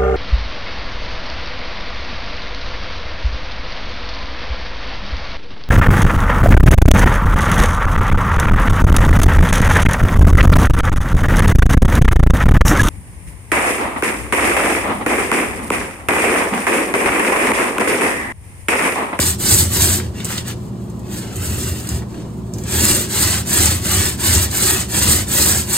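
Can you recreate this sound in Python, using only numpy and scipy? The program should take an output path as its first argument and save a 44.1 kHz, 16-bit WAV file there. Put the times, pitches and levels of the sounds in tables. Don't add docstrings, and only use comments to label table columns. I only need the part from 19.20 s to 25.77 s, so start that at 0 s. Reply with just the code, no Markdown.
import sys
import numpy as np
from scipy import signal
from scipy.fft import rfft, irfft, next_fast_len
from scipy.io import wavfile
from scipy.ndimage import uniform_filter1d

SR = 44100
rng = np.random.default_rng(int(sys.argv[2]) if len(sys.argv) > 2 else 0)


def transcribe(signal):
    frames = np.atleast_2d(signal).T
    limited = np.clip(frames, -1, 1)
    pcm = np.round(limited * 32767).astype(np.int16)
    wavfile.write(sys.argv[1], SR, pcm)


N = 289737
TIME_S = np.arange(N) / SR
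FFT_SIZE = next_fast_len(N + SR // 2, True)
FREQS_HZ = np.maximum(np.arange(FFT_SIZE // 2 + 1) * SR / FFT_SIZE, 1)
SIDES = np.array([[1], [-1]])

# (frequency [Hz], width [Hz], gain [dB])
BOOM_MODES = [(79.7, 7, -0.5), (98.2, 13, -8.5)]
KNOCK_MODES = [(128.7, 29, -0.5), (172.3, 15.3, -0.5), (207, 18.3, 0.5), (240, 24, -1.5), (306.4, 17, 3),
               (347.6, 24.4, -1), (381.7, 17.4, 2), (580, 128, -11.5)]


def undb(db):
    return 10 ** (np.asarray(db) / 20)


def unit(x):
    return x / np.sqrt(np.mean(x ** 2))


def over_pitch(table):
    hz, *columns = np.transpose(table)
    return [np.interp(np.log(FREQS_HZ), np.log(np.sort(hz)), c) for c in columns]


def shape(x, response):
    return irfft(rfft(x, FFT_SIZE) * response, FFT_SIZE)[..., :N]


def colour(x, spectrum):
    return unit(shape(x, undb(over_pitch(spectrum)[0])))


def resonance(hz, width_hz):
    return 1 / (1 + 1j * (FREQS_HZ ** 2 - hz ** 2) / (FREQS_HZ * width_hz))


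def ring(x, modes):
    return shape(x, sum((-1) ** k * undb(db) * resonance(hz, width_hz)
                        for k, (hz, width_hz, db) in enumerate(modes)))


def walk(rate_hz):
    return unit(shape(rng.standard_normal(N), np.exp(-(FREQS_HZ / rate_hz) ** 2)))


def pops(per_s, spread_db):
    chance = np.clip(per_s / SR, 1e-4, 1)
    size = undb(spread_db * np.minimum(rng.exponential(size=N), 5))
    return unit((rng.random(N) < chance) * size * rng.choice([-1, 1], N) / np.sqrt(chance))


def sustain(x, window_s):
    return x / np.sqrt(uniform_filter1d(x ** 2, int(window_s * SR)) + 1e-9)


def level_db(power, rest_db):
    return 10 * np.log10(power + undb(rest_db) ** 2)


def stroke_power(starts_s, ends_s, levels_db, exponent, skew=0.93, reversal_s=0.044):
    power = np.zeros(N)
    for start_s, end_s, db in zip(starts_s, ends_s, levels_db):
        travel = np.clip((TIME_S - start_s) / (end_s - start_s), 0, 1) ** skew
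        speed = np.abs(np.sin(np.pi * travel))
        power += (undb(db) * speed ** exponent) ** 2
    return np.abs(uniform_filter1d(power, int(reversal_s * SR)))


def appliance(mains_hz=118.7, mains_db=-32):
    # (frequency [Hz], width [Hz], rms level [dB])
    drones = [(107.3, 3.7, -39), (64.5, 2.7, -39), (176.9, 6.6, -38.5), (206.8, 11, -39.5),
              (250.5, 11.4, -45), (364.1, 11.8, -42.5), (492, 10, -54.5), (678, 12, -56)]
    # (frequency [Hz], gain [dB])
    air_spectrum = [(25, -20), (45, -9), (75, -0.5), (140, -1.5), (195, 3.5), (275, -6.5), (370, -7),
                    (450, -13.5), (700, -19), (1050, -19.5), (1800, -39), (4000, -41), (9000, -50),
                    (16000, -78)]
    mains = np.sqrt(2) * undb(mains_db + 0.54 * walk(1.4)) * np.sin(2 * np.pi * mains_hz * TIME_S)
    motor = sum(undb(db) * unit(shape(rng.standard_normal(N), resonance(hz, width_hz) ** 2))
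                for hz, width_hz, db in drones)
    mid, side = (colour(rng.standard_normal(N), air_spectrum) for _ in range(2))
    side = shape(side, np.minimum(0.14 + FREQS_HZ / 1300, .8))
    return mains + motor + undb(-31 + 0.58 * walk(8.7)) * (mid + side * SIDES)


def room(x, t60_s=0.44, near_s=0.0046, far_db=-21, places=9):
    # (frequency [Hz], left phase lead [rad], left minus right [dB], reflected to direct [dB])
    ports = [(100, 0, 0, -15.5), (346, -0.15, -1.5, -9.5), (970, 0.5, 2.5, -2), (2200, 0.5, 2, -2.5),
             (3170, 1.84, 1.5, 0), (4320, .5, -0.5, -3), (5410, 3.5, -3, 3.5), (7320, -0.5, -2, -10.5),
             (8100, -0.5, 2.2, -4), (9630, -2.5, -1.5, -7), (10160, -3, -2, -39), (11630, -4, 2, -38),
             (11630, -4, -1.5, -5), (12900, -6, -0.5, -12), (15700, -5.5, 1, -24)]
    lead_rad, pan_db, wet_db = over_pitch(ports)
    wet = undb(wet_db)
    port_gain = undb(SIDES * pan_db / 2) / np.sqrt(1 + wet ** 2)
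    out = shape(x, port_gain * np.exp(.5j * SIDES * lead_rad))
    t = TIME_S[:SR // 3]
    decay = (np.exp(-t / near_s) + undb(far_db) * undb(-60 * t / t60_s)) * (t > .001)
    weights = np.array([walk(8.3) for _ in range(places)])
    for share in weights / np.linalg.norm(weights, axis=0):
        echoes = rfft(rng.standard_normal((2, len(t))) * decay / np.linalg.norm(decay), FFT_SIZE)
        out += shape(x * share, port_gain * wet * echoes)
    return out


def cracks(events, decay_s, rattle_db, rattle_s, q, gain_db):
    out, t = np.zeros(N + SR), TIME_S[:SR // 8]
    envelope = np.exp(-t / decay_s) + undb(rattle_db) * np.exp(-t / rattle_s)
    for time_s, db, hz in events:
        burst = rng.standard_normal(len(t)) * envelope
        crack = signal.lfilter(*signal.iirpeak(hz, q, fs=SR), burst)
        start = int(time_s * SR)
        out[start:start + len(t)] += undb(db + gain_db) * crack / np.abs(crack).max()
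    return out[:N]


def wire_frame():
    # (frequency [Hz], width [Hz], gain [dB])
    wire_modes = [(1270, 120, -1), (1600, 280, -3), (1970, 160, -6.5), (2790, 150, 2)]
    # (start [s], end [s], level [dB])
    axle_rubs = [(.97, 1.34, -44), (1.98, 2.82, -41.5)]
    # (time [s], relative peak [dB], ring [Hz])
    sleeve_ticks = [(0.1935, -26, 8100), (1.046, -12.5, 7800), (1.053, -12.5, 8470), (1.1752, -20, 7920),
                    (1.281, -18, 8350), (1.6995, -33, 7600), (1.7938, -35, 8600), (2.158, -24, 8170),
                    (2.1654, -20, 8420), (2.6723, -21, 8460), (2.69, -13.5, 7700), (3.3373, -22.5, 6800),
                    (3.3837, -28, 6830), (3.4371, -25, 7140), (4.4574, -3, 8250), (5.1502, -2, 7150),
                    (5.3123, -16, 7930)]
    # (time [s], relative peak [dB], ring [Hz])
    handle_knocks = [(0.7991, -18.5, 1730), (0.9838, -34, 1080), (1.0024, -21.5, 2620), (1.1042, -21, 1300),
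                     (1.1258, -16.5, 2720), (1.1787, -13.5, 3130), (2.8208, -30, 902),
                     (2.9434, -30.5, 1050), (3.05, -37, 1050)]
    rub_gain = np.sqrt(stroke_power(*np.transpose(axle_rubs), exponent=.4))
    rub = unit(ring(pops(2000, spread_db=0.5), wire_modes)) * rub_gain * undb(3.2 * walk(12))
    ticks = cracks(sleeve_ticks, decay_s=0.001, rattle_db=-11, rattle_s=0.018, q=2.8, gain_db=5.5)
    knocks = cracks(handle_knocks, decay_s=0.0021, rattle_db=-8, rattle_s=0.017, q=1.9, gain_db=3.5)
    return rub + ticks + knocks


def bumps(push_s=0.0017, gain_db=-8):
    # (time [s], relative peak [dB])
    crossings = [(0.419, -7), (0.619, -10), (2.19, -24), (2.304, -15), (2.504, -16), (2.746, -14),
                 (3.561, -20), (5.16, -9), (5.881, -4)]
    push = np.exp(-((TIME_S - .004) / push_s) ** 2)
    thud = ring(push, BOOM_MODES + KNOCK_MODES)
    thud /= np.abs(thud).max()
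    out = np.zeros(N)
    for time_s, db in crossings:
        start = int(time_s * SR)
        out[start:] += undb(db + gain_db) * thud[:N - start]
    return out


def swell_power(sigma_s=0.029):
    # (time [s], level [dB])
    swells = [(.34, -16.5), (.435, -16), (.485, -19), (.625, -16), (.715, -16.5), (2.21, -23),
              (2.325, -18.5), (2.515, -21), (2.755, -20), (3.58, -17), (3.65, -20.5), (4.04, -21),
              (4.41, -21), (4.48, -18.5), (4.565, -23), (4.695, -23), (4.785, -16), (5.11, -17),
              (5.185, -13.5), (5.28, -25)]
    return sum((undb(db) * np.exp(-((TIME_S - time_s) / sigma_s) ** 2 / 2)) ** 2 for time_s, db in swells)


def contact(db, loose_db):
    return undb(db) / np.sqrt(1 + undb(loose_db - db) ** 4)


def panel(boom_db, knock_db):
    radiation = 1 / (1 + (57 / FREQS_HZ) ** 6)
    boom = sustain(shape(ring(rng.standard_normal(N), BOOM_MODES), radiation), window_s=0.052)
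    drum = sustain(ring(pops(900, spread_db=3), KNOCK_MODES), window_s=0.12)
    sway = undb(-17) * unit(shape(rng.standard_normal(N), resonance(32, 22) ** 2))
    return boom * contact(boom_db - .5, loose_db=-37) + (drum + sway) * contact(knock_db + 2, loose_db=-33)


def paint(snap_db, squelch_db, fibres_db=-44):
    # (snap [Hz], width [Hz], size spread [dB], growth with speed [dB/dB])
    thread_kinds = [(4240, 3030, 2, 0.07), (8160, 3560, 3.5, 0), (13300, 6600, 1.5, 0)]
    # (frequency [Hz], gain [dB])
    snap_spectrum = [(1500, -26), (3200, -9.5), (4300, -8), (5600, -5), (7000, -0.5), (7700, -1.5),
                     (8600, 0.5), (9600, 2), (11500, -3.5), (13500, -10), (15700, -12.5)]
    squelch_spectrum = [(200, -7.5), (450, -17), (750, -2.5), (1200, -2.5), (1800, 1), (2300, -3),
                        (2850, -0.5), (3500, -2.5), (5000, -3.5), (9000, -8.5), (16000, -55)]
    speed_db = snap_db + 18
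    snaps_per_s = 18000 * undb(.25 * speed_db)
    threads = 0
    for hz, width_hz, spread_db, growth in thread_kinds:
        snaps = pops(snaps_per_s / 3, spread_db) * undb(growth * speed_db + 1.33 * walk(30))
        threads += shape(snaps, resonance(hz, width_hz) ** 2)
    swish_share = 1 / (1 + undb(snap_db - fibres_db))
    crackle = np.sqrt(1 - swish_share) * colour(threads, snap_spectrum)
    swish = np.sqrt(swish_share) * colour(rng.standard_normal(N), snap_spectrum)
    squelch = colour(pops(snaps_per_s * .45, spread_db=1.5), squelch_spectrum)
    flicker = undb(0.94 * walk(36))
    return ((crackle + swish) * undb(snap_db + 1) + squelch * undb(squelch_db + 3.5)) * flicker


def scene():
    # (start [s], end [s], paint snap [dB], nap squelch [dB], panel boom [dB], panel knock [dB])
    strokes = [(-.19, 0.153, -12, -24, -22, -29.5), (.195, .49, -12.5, -26, -31, -26),
               (.485, .815, -14, -25.5, -23.5, -27.5), (0.75, 0.895, -46, -42, -24.5, -32.5),
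               (0.948, 1.06, -38, -38, -32, -37), (1.047, 1.223, -28, -32, -37, -39),
               (1.26, 1.33, -32.5, -33.5, -38, -35), (1.837, 2.205, -39.5, -42, -42, -34.5),
               (1.916, 2.012, -31.5, -43, -42, -44), (2.104, 2.697, -27.5, -37.5, -32, -33),
               (2.636, 2.827, -34, -39, -34, -36), (2.893, 3.083, -53, -48, -44, -33.5),
               (3.332, 3.446, -45.5, -50, -35, -32.5), (3.437, 3.56, -41, -36.5, -36, -44),
               (3.475, 3.885, -15, -25, -30, -25), (3.886, 4.238, -17.5, -25, -23.5, -29.5),
               (4.256, 4.611, -15.5, -24, -21.5, -27), (4.61, 4.959, -16.5, -24.5, -25, -29.5),
               (4.982, 5.299, -16, -24, -23, -28), (5.294, 5.667, -15.5, -24.5, -26.5, -29.5),
               (5.688, 6.052, -14.5, -24, -22, -26.5), (6.069, 6.458, -14, -25, -23.5, -27),
               (6.463, 6.75, -17, -27, -35, -33)]
    starts_s, ends_s, snap, squelch, boom, knock = np.transpose(strokes)
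    lean_lag_s = .05
    snap_db = level_db(stroke_power(starts_s, ends_s, snap, exponent=1.04), rest_db=-53)
    snap_db += 1.2 * walk(14)
    squelch_db = level_db(stroke_power(starts_s, ends_s, squelch, exponent=0.81), rest_db=-58.5)
    boom_power = stroke_power(starts_s + lean_lag_s, ends_s + lean_lag_s, boom, exponent=0.68)
    boom_db = level_db(boom_power + swell_power(), rest_db=-38)
    knock_db = level_db(stroke_power(starts_s, ends_s, knock, exponent=0.68), rest_db=-37)
    roller = paint(snap_db, squelch_db) + panel(boom_db, knock_db) + bumps() + wire_frame()
    return room(roller) + appliance()


def record(dry):
    top_hz = 15750
    lowpass = signal.ellip(10, .2, 70, top_hz, fs=SR, output="sos")
    return signal.sosfilt(lowpass, np.clip(dry, -1, 1))


dry = scene()
out = record(dry)
transcribe(out)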